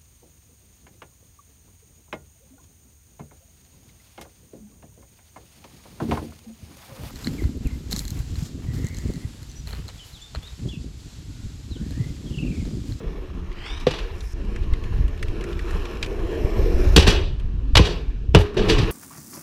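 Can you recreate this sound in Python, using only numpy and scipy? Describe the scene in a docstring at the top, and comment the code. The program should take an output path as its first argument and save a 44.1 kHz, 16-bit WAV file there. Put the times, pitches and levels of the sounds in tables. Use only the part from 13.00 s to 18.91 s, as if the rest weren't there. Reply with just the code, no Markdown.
"""At a hollow steel-edged ramp, a skateboard rolls up over rough asphalt, slams on, stalls, drops back and rolls off.
Random grit excites resonances of wheels and wooden deck, also in the slams' fading tails; stones tick as noise bursts.
Slams and slower swells of clatter are decaying noise with ringing steel, deck and air modes.
A far board scrapes (noise bands gliding upward) and pops (struck modes); far boards make a smooth wash.
Lumpy low noise is wind on the microphone, at the end the board's low rumble; single pressure puffs join it."""
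import sys
import numpy as np
from scipy import signal
from scipy.io import wavfile

SR = 44100
rng = np.random.default_rng(int(sys.argv[2]) if len(sys.argv) > 2 else 0)


def dump(signal):
    """Clip the signal to [-1, 1] and save it as 16-bit WAV at the path in sys.argv[1]."""
    limited = np.clip(np.atleast_2d(signal).T, -1, 1)
    pcm = np.round(limited * 32767).astype(np.int16)
    wavfile.write(sys.argv[1], SR, pcm)


N = 260631


def from_db(db):
    """Amplitude gain is ten to the power of a twentieth of the level in decibels."""
    return 10 ** (np.asarray(db) / 20)


def rms_one(x):
    """Normalization: dividing by the root mean square brings the signal to rms 1."""
    return x / np.sqrt(np.mean(x ** 2) + 1e-20)


def in_time(rows):
    """Linear interpolation turns the breakpoints of each column into a curve over all samples."""
    s, *columns = np.transpose(rows)
    return [np.interp(np.arange(N) / SR, s, column) for column in columns]


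def at_hz(points, hz):
    """Interpolation on a log-frequency axis reads a spectrum between its points."""
    frequencies, values = np.transpose(points)
    return np.interp(np.log(hz), np.log(frequencies), values)


def drift(rate_hz):
    """Low-passed noise of rms 1: a random fluctuation, computed at every 40th sample."""
    r = np.exp(-2 * np.pi * rate_hz * 40 / SR)
    noise = rng.standard_normal(N // 40 + 2002)
    slow = signal.lfilter([1], [1, -2 * r, r * r], noise)[2000:]   # without the filter's onset
    return np.interp(np.arange(N) / 40, np.arange(len(slow)), rms_one(slow))


def ring(x, hz, t60):
    """Free vibration: a unit click starts a sine of height 1 that falls 60 dB in t60 seconds."""
    r = from_db(-60 / (t60 * SR))
    w = 2 * np.pi * hz / SR
    return signal.lfilter([0, np.sin(w)], [1, -2 * r * np.cos(w), r * r], x + 1e-18)


def resonate(x, hz, width_hz):
    """Forced vibration: a damped two-pole resonance passes its own frequency with gain 1."""
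    r = np.exp(-np.pi * width_hz / SR)
    poles = [1, -2 * r * np.cos(2 * np.pi * hz / SR), r * r]
    return signal.lfilter([(1 - r * r) / 2, 0, (r * r - 1) / 2], poles, x)


def resonances(x, modes, waver_db):
    """Modal superposition: parallel resonances of alternating sign, each wavering in level; rms 1."""
    total = 0
    for k, (hz, width_hz, db) in enumerate(modes):
        gain = (-1) ** k * from_db(db + waver_db * drift(3.7))
        total = total + gain * resonate(x, hz, width_hz)
    return rms_one(total)


def steep(x, hz, kind):
    """Fourth-order Butterworth filter: flat passband, then 24 dB per octave."""
    return signal.sosfilt(signal.butter(4, hz, kind, fs=SR, output="sos"), x)


def bands(low_hz, count):
    """Third-octave bands of noise with equal power per Hz, each with its centre frequency."""
    white = rng.standard_normal((2, N))   # neighbouring bands use different noise
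    edges = low_hz * 2 ** (np.arange(count + 1) / 3)
    for k in range(count):
        sos = signal.butter(2, edges[k:k + 2], "band", fs=SR, output="sos")
        yield np.sqrt(edges[k] * edges[k + 1]), signal.sosfilt(sos, white[k % 2])


def grit(per_s, spread_db):
    """Random impulse train: stones of uneven size and either sign pass under the wheels."""
    sizes = from_db(spread_db * np.minimum(rng.exponential(1, N), 5)) * rng.choice([-1, 1], N)
    return sizes * (rng.random(N) < per_s / SR)


def dying(at_s, level_db, t60, rise_s):
    """Exponential decay after a linear rise; overlapping events add in power."""
    power = np.zeros(N)
    for s, db, t, rise in np.broadcast(at_s, level_db, t60, rise_s):
        i = round(s * SR)
        age = np.arange(min(N - i, int((1.5 * t + rise) * SR))) / SR
        decay = from_db(db - 60 * np.maximum(age - rise, 0) / t)
        power[i:i + len(age)] += (np.minimum(age / rise, 1) * decay) ** 2
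    return np.sqrt(power)


def struck(modes, at_s, level_db, soft_hz):
    """Modal impact: each click gives every mode a strength of its own; soft contact dulls the treble."""
    out = np.zeros(N)
    at = np.round(at_s * SR).astype(int)
    spread = rng.standard_normal((len(at), len(modes)))
    for k, (hz, db, t60) in enumerate(modes):
        clicks = np.zeros(N)
        clicks[at] = from_db(level_db + db + 2 * spread[:, k]) * (-1) ** k
        out += ring(clicks, hz, t60)
    return signal.sosfilt(signal.butter(1, soft_hz, fs=SR, output="sos"), out)


def low_noise():
    """Band-shaped random noise: lumpy wind, at the end the board's low rumble, and single pressure puffs."""
    # Level of low noise: wind gusts, and from 5.6 s the low rumble of the board rolling off.
    # Each row: time in seconds, level in dB.
    low_course = [(0.0, -30.5), (0.26, -33), (0.64, -30), (0.91, -30), (1.07, -34.5), (1.33, -30.5),
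                  (1.46, -23.5), (1.71, -24.5), (1.92, -19), (2.26, -28), (2.81, -26.5), (2.96, -31.5),
                  (3.21, -24), (3.36, -26.5), (3.77, -18.5), (4.1, -13), (4.36, -24), (4.72, -23.5),
                  (4.89, -26.5), (5.3, -27), (5.48, -40.5), (5.68, -17), (5.84, -27), (5.91, -22)]
    # Spectrum of the low noise. Each row: frequency in Hz, relative density in dB per Hz.
    low_spectrum = [(8.8, -31), (15, -8), (32, 1), (49, -3), (73, -8.5), (157, -26.5), (199, -32),
                    (400, -31), (520, -51), (880, -120)]
    # Pressure puffs on the microphone. Each row: centre in seconds, peak level in dB, length in seconds.
    puffs = [(1.342, -20.5, 0.0055), (1.732, -5.5, 0.0085), (3.45, -8, 0.0052), (3.749, -5, 0.012),
             (4.738, -4.5, 0.0089), (5.293, -9, 0.0061)]
    lumps_db, lumps_hz = 2.5, 11   # spread and rate of the lumps

    noise = sum(from_db(at_hz(low_spectrum, hz) + 2.3 * drift(3.16)) * band
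                for hz, band in bands(16.04, count=13))
    out = from_db(in_time(low_course)[0] + lumps_db * drift(lumps_hz)) * rms_one(noise)
    t = np.arange(N) / SR
    for s, db, length in puffs:
        u = (t - s) / (length / 2)
        out -= from_db(db) * (1 - u ** 2 / 2) * np.exp(-u ** 2 / 2)   # a dip between two small swells
    return out


def park():
    """Incoherent sum of far boards: a smooth wash of noise with a fixed mean spectrum."""
    # Spectrum of the wash. Each row: frequency in Hz, relative density in dB per Hz.
    park_spectrum = [(290, -30), (500, -31), (660, -9), (2080, -15), (2780, 7.5), (4410, -2), (4800, 2),
                     (6730, -8), (9000, -18), (11700, -63), (19800, -120)]
    wash = sum(from_db(at_hz(park_spectrum, hz) + drift(2.8)) * band for hz, band in bands(505, count=13))
    return from_db(-63) * rms_one(wash)


def rolling():
    """Random excitation of resonances: grit drives rumble, deck, wheels and bearings; bumps shake all."""
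    # Rolling noise: the board nears and climbs, slam tails fade after 4.2 s, then it rolls off.
    # Each row: time in seconds, deck level in dB, wheel grit level in dB.
    roll_course = [(0.0, -38, -48), (0.25, -43.5, -52), (0.56, -47, -50), (0.85, -48, -46),
                   (1.05, -39.5, -46.5), (1.33, -53.5, -51), (1.34, -44, -52.5), (1.5, -41, -48.5),
                   (1.81, -44, -48.5), (1.94, -40, -45), (2.18, -43.5, -50.5), (2.4, -33.5, -44),
                   (2.62, -39.5, -44), (2.75, -36, -40), (3.03, -38.5, -44.5), (3.13, -31.5, -44),
                   (3.4, -27, -43.5), (3.84, -28.5, -38.5), (4.2, -28.5, -40.5), (4.3, -49, -57),
                   (4.74, -53, -55.5), (4.9, -31.5, -40), (5.12, -53, -55), (5.33, -50.5, -64),
                   (5.45, -39, -41.5), (5.52, -40, -49.5), (5.56, -38, -44), (5.575, -17.5, -48),
                   (5.66, -26, -32.5), (5.69, -18, -33), (5.82, -30, -34.5), (5.91, -24.5, -33.5)]
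    # Resonances of the rumble, deck, wheels and bearings.
    # Each row: frequency in Hz, bandwidth in Hz, relative level in dB.
    rumble_modes = [(101, 54, -5), (138, 84, -4.5), (180, 23, -2.5), (206.4, 37, -5.5), (257, 120, -8)]
    deck_modes = [(315, 44, -1.5), (326.4, 21, 3), (358.6, 34.4, -0.5), (423.3, 20, -1.5),
                  (443.3, 24.3, -1.5), (496, 86, -3.5), (517, 73, -5.5), (645, 250, -17.5)]
    wheel_modes = [(702, 280, -2.5), (1062, 206, 4), (1350, 210, 0.5), (1753, 230, 0), (2310, 250, -1.5),
                   (2730, 450, -3.5), (3370, 260, -6.5), (3900, 960, -10), (4430, 540, -16.5)]
    bearing_modes = [(5290, 630, 0), (6600, 730, -4.5), (7200, 520, -5.5), (8400, 460, -10.5),
                     (9270, 740, -13), (10390, 290, -9), (11200, 750, -12.5), (13300, 800, -11.5),
                     (15100, 1100, -17)]
    ramp_s = 4.17   # from here on the hollow ramp's settings hold
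    hiss_asphalt_db, hiss_ramp_db = -14.5, -19.5   # bearing hiss against wheel grit
    near_start_s, near_end_s, near_db = 3.0, 3.95, 4   # the hiss brightens as the board comes close
    swell_start_s, swell_end_s, swell_top_db = 1.12, 1.335, -54   # the hiss swells and stops short

    deck_db, grit_db = in_time(roll_course)
    t = np.arange(N) / SR
    on_ramp = t > ramp_s
    # rumble follows about half of the deck's swing and gains 6 dB with the ramp's settings
    rumble_db = -43.5 + 0.53 * (deck_db + 44) + 6 * on_ramp
    nearing_db = np.interp(t, [near_start_s, near_end_s], [0, near_db])
    hiss_gain = from_db(grit_db + np.where(on_ramp, hiss_ramp_db, hiss_asphalt_db + nearing_db))
    swell = np.clip((t - swell_start_s) / (swell_end_s - swell_start_s), 0, 1) * (t < swell_end_s)
    hiss_gain = hiss_gain + from_db(swell_top_db) * swell

    bumps_db = drift(18.0)
    coarse, fine = grit(900, 1.87), grit(6000, 1.8)
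    rumble = resonances(steep(coarse, 300, "low"), rumble_modes, waver_db=5.5)
    deck = resonances(steep(steep(coarse, 680, "low"), 264, "high"), deck_modes, waver_db=1.8)
    wheels = resonances(steep(fine, 5000, "low"), wheel_modes, waver_db=1.5)
    hiss = resonances(steep(grit(6500, 2.1), 3200, "high"), bearing_modes, waver_db=1.5)
    return from_db(bumps_db) * (from_db(rumble_db) * rumble + from_db(deck_db) * deck
                                + from_db(grit_db) * wheels + hiss_gain * hiss)


def ticks():
    """Impulsive contact: each stone is a dry noise burst with a broad resonance and some open treble."""
    # Stones under the wheels.
    # Each row: start in seconds, level in dB, pitch in Hz, treble level against the body in dB.
    stone_rows = [(0.5165, -38, 2080, -22), (0.527, -40.5, 2820, -13), (0.8005, -34, 3100, -8),
                  (0.8098, -31, 3680, -15.5), (1.2056, -34, 3800, -15), (1.5602, -29, 1620, -16),
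                  (1.7352, -28, 2230, -20), (1.838, -33.5, 2340, -11), (2.08, -35, 2900, -9),
                  (2.227, -20.5, 2000, -13.5), (2.283, -32, 2370, -11), (2.4097, -28, 2170, -23),
                  (2.4399, -26.5, 1720, -7.5), (2.5283, -32, 2840, -13), (2.592, -27, 1850, -16),
                  (2.7084, -31.5, 1660, -6), (2.97, -33, 2520, -20), (2.8537, -27, 2440, -23),
                  (3.0273, -16, 2500, -12.5), (3.0444, -27, 3040, -12), (3.061, -29.5, 2550, -10),
                  (4.3982, -37.5, 2420, -28), (5.5435, -41, 2670, -7)]
    first_s, last_s = 1.4, 3.0   # small stones at random times while the board nears
    t60 = 0.038   # seconds

    u = rng.random((14, 4))
    pebbles = np.c_[first_s + (last_s - first_s) * u[:, 0], -44 + 6 * u[:, 1],
                    1700 + 1200 * u[:, 2], -22 + 14 * u[:, 3]]
    stones = np.r_[stone_rows, pebbles]
    out = np.zeros(N)
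    chance = rng.standard_normal((len(stones), 1500))
    treble_band = signal.butter(2, [4500, 12000], "band", fs=SR, output="sos")
    for (s, db, hz, treble_db), draw in zip(stones, chance):
        i = round(s * SR)
        kick = draw * from_db(-60 * np.arange(len(draw)) / (t60 * SR))
        body = resonate(kick, hz, 0.17 * hz)
        # subtracted broad resonances reshape the skirts above and below the pitch
        body = body - 0.35 * resonate(kick, 1.4 * hz, 0.5 * hz) - 0.31 * resonate(kick, 0.5 * hz, 0.52 * hz)
        treble = signal.sosfilt(treble_band, kick)
        sound = body / np.abs(body).max() + from_db(treble_db) * treble / np.abs(treble).max()
        out[i:i + len(draw)] += from_db(db) * sound
    return steep(out, 1200, "high")


def scrape():
    """Amplitude modulation: slow noise on gliding carriers gives rising bands as a far board slides."""
    # Bands of the scrape. 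Each row: ratio to the gliding pitch, bandwidth in Hz, relative level in dB.
    scrape_bands = [(.26, 500, -7.5), (0.449, 600, -7.5), (0.639, 281, -3), (.8, 453, -5.5), (.92, 200, -9),
                    (0.998, 223, 0.5), (1.361, 200, -10), (1.549, 600, -12.5), (2.3, 2520, -28.5)]
    start_s, full_s, end_s, hold_s = 0.52, 0.659, 0.865, 0.041
    full_db, rise_db_per_s, fall_db_per_s = -36.5, 156, 82
    from_hz, to_hz = 2900, 3800
    glide_late_s, glide_s = 0.01003, 0.08   # middle of the glide after full level, its half length

    start, end = round(start_s * SR), round(end_s * SR)
    late = np.arange(start, end) / SR - full_s
    fall_db = -fall_db_per_s * np.maximum(late - hold_s, 0)
    level_db = full_db + np.minimum(rise_db_per_s * late, fall_db)
    glide = 0.5 + 0.5 * np.tanh((late - glide_late_s) / glide_s)
    turns = np.cumsum(from_hz + (to_hz - from_hz) * glide) / SR
    sound = 0
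    for ratio, width_hz, db in scrape_bands:
        low_pass = signal.butter(2, width_hz / 2, fs=SR)
        slow = signal.lfilter(*low_pass, rng.standard_normal((2, end - start)))
        phase = 2 * np.pi * ratio * turns
        sound = sound + from_db(db) * (slow[0] * np.cos(phase) + slow[1] * np.sin(phase))
    rough = rms_one(sound * from_db(2.0 * drift(60.0))[start:end])
    out = np.zeros(N)
    out[start:end] = rough * signal.windows.tukey(end - start, 0.15) * from_db(level_db)
    return out


def slams():
    """Impact and modal decay: trucks and bearings clatter or swell, steel rings, deck knocks, ramp booms."""
    # Board hits, and slower swells of clatter. Each row: start in seconds,
    # clatter level in dB (8 dB above that used at 3 kHz), rise in seconds, clatter t60 in seconds,
    # tilt in dB per octave, then knock, boom and tail level in dB.
    slam_rows = [(0.867, -18, 0.0011, 0.057, -3.5, -46, -24, -33.5),
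                 (0.906, -27, 0.0056, 0.068, 3.5, -29.5, -30, -40.5),
                 (0.936, -28.5, 0.0042, 0.04, -3, -33, -36, -38.5),
                 (0.983, -33, 0.0071, 0.02, 1, -52, -27.5, -42),
                 (3.961, -4, 0.0023, 0.15, 6, -7.5, -10, -25),
                 (3.971, -6, 0.0056, 0.069, -0.5, -6, -9.5, -22.5),
                 (4.065, -10, 0.0059, 0.065, -0.5, -15, -12.5, -50),
                 (4.071, -13.5, 0.0048, 0.14, 8, -14.5, -32, -20.5),
                 (4.752, -1.5, 0.0043, 0.034, 1, -51, -2.5, -34),
                 (4.769, 5, 0.0015, 0.044, 0.7, -16.5, -17, -38),
                 (4.788, -32, 0.0039, 0.093, 10, -6.5, -3.5, -24.5),
                 (4.838, -24.5, 0.028, 0.21, 2.5, -27.5, -32, -40),
                 (5.339, -27, 0.00306, .05, -3, -25, -5, -57),
                 (5.347, -1.5, 0.0017, 0.068, -3, -3.5, 1.5, -55),
                 (5.364, -17.5, 0.0072, 0.19, -5, -20, -7, -41),
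                 (5.38, -37, .012, 0.16, 15, -21, -10.5, -55),
                 (5.568, -34.5, 0.0015, 1, -3, -29, -34, -31.5),
                 (5.68, -17, .02, 0.14, 4.5, -19.5, -20, -25.5), (5.775, -23, .01, 0.27, 0, -23, -22, -40)]
    # Clatter spectrum. Each row: frequency in Hz, relative density in dB per Hz.
    clatter_spectrum = [(290, -19.5), (500, -2.5), (1020, -3.5), (1320, -8), (1790, -3.5), (2130, -14.5),
                        (2390, -2), (3860, -3.5), (9770, -31.5), (14700, -45.5), (16000, -54)]
    # Decay of the tail. Each row: frequency in Hz, t60 in seconds.
    tail_decay = [(300, 0.79), (1000, 0.42), (3000, 0.51), (6000, 0.44), (12000, 0.085)]
    # Modes of coping and trucks, of deck and ramp panels, and of the air in the hollow ramp.
    # Each row: frequency in Hz, relative level in dB, t60 in seconds.
    steel_modes = [(2390, -6, 0.09), (2560, -11.5, .12), (2730, -6, 0.031), (2960, -2, .08),
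                   (3380, -7.5, 0.027), (3600, -26, 0.043), (4050, -17, 0.059), (4700, -31, 0.072),
                   (5420, -11.5, 0.08), (6000, 0.5, 0.056)]
    knock_modes = [(172.8, -1.5, 0.12), (233, -4.5, 0.063), (321.3, -5.5, 0.11), (370, -45, 1.9),
                   (396.5, 1.5, 0.045), (414, -16, .6), (434.4, -10.5, 0.14), (494, -4, 0.047),
                   (540, -18.5, 0.26), (790, -27, 0.077), (1024, -11, 0.069)]
    boom_modes = [(49.7, -3, 0.17), (63.3, -1.5, 0.15), (87.5, -3, 0.16), (115, -3, 0.12)]

    s, clatter_db, rise_s, t60, tilt_db, knock_db, boom_db, tail_db = np.transpose(slam_rows)
    rattle = from_db(3 * drift(90.0))
    noise = list(bands(385, count=16))
    whole = sum(from_db(at_hz(clatter_spectrum, hz)) * band for hz, band in noise)
    scale = np.sqrt(np.mean(whole ** 2))
    clatter = 0
    for hz, band in noise:
        burst = dying(s, clatter_db - 8 + tilt_db * np.log2(hz / 3000), t60, rise_s)
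        tail = dying(s, tail_db, at_hz(tail_decay, hz), rise_s) * from_db(1.6 * drift(25.0))
        shaped = from_db(at_hz(clatter_spectrum, hz)) / scale * band
        clatter = clatter + shaped * (burst * rattle + tail)
    # the clatter shakes the metal
    steel = from_db(-41.5) * sum(from_db(db) * ring(clatter, hz, t) for hz, db, t in steel_modes)
    knock = struck(knock_modes, s + rise_s, knock_db, 1300)
    boom = struck(boom_modes, s + rise_s, boom_db, 400)
    return clatter + steel + knock + boom


def pop():
    """Modal impact: the far board's tail hits the ground and its modes ring briefly."""
    # Modes of the far board. Each row: frequency in Hz, relative level in dB, t60 in seconds.
    pop_modes = [(146, -7.5, 0.12), (260, -4, 0.051), (402, 1, 0.058), (507, 2, 0.063), (726, -10, 0.025),
                 (3920, -5.5, 0.014)]
    return struck(pop_modes, np.array([0.8685]), -11, 5000)


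def scene():
    """Linear superposition: the pressures of all sources add at one microphone."""
    return (low_noise() + park() + rolling() + ticks() + scrape() + slams() + pop())[None]


def record(dry):
    """Saturation and band limiting: the loudest hits overload smoothly, and the top is cut."""
    top = 0.88   # amplitude that the overload approaches
    clipped = dry / (1 + np.abs(dry / top) ** 6) ** (1 / 6)
    low_pass = signal.cheby2(16, 80, 16000, fs=SR, output="sos")   # 80 dB down from 16 kHz up
    return signal.sosfilt(low_pass, clipped)


dry = scene()
out = record(dry)
dump(out)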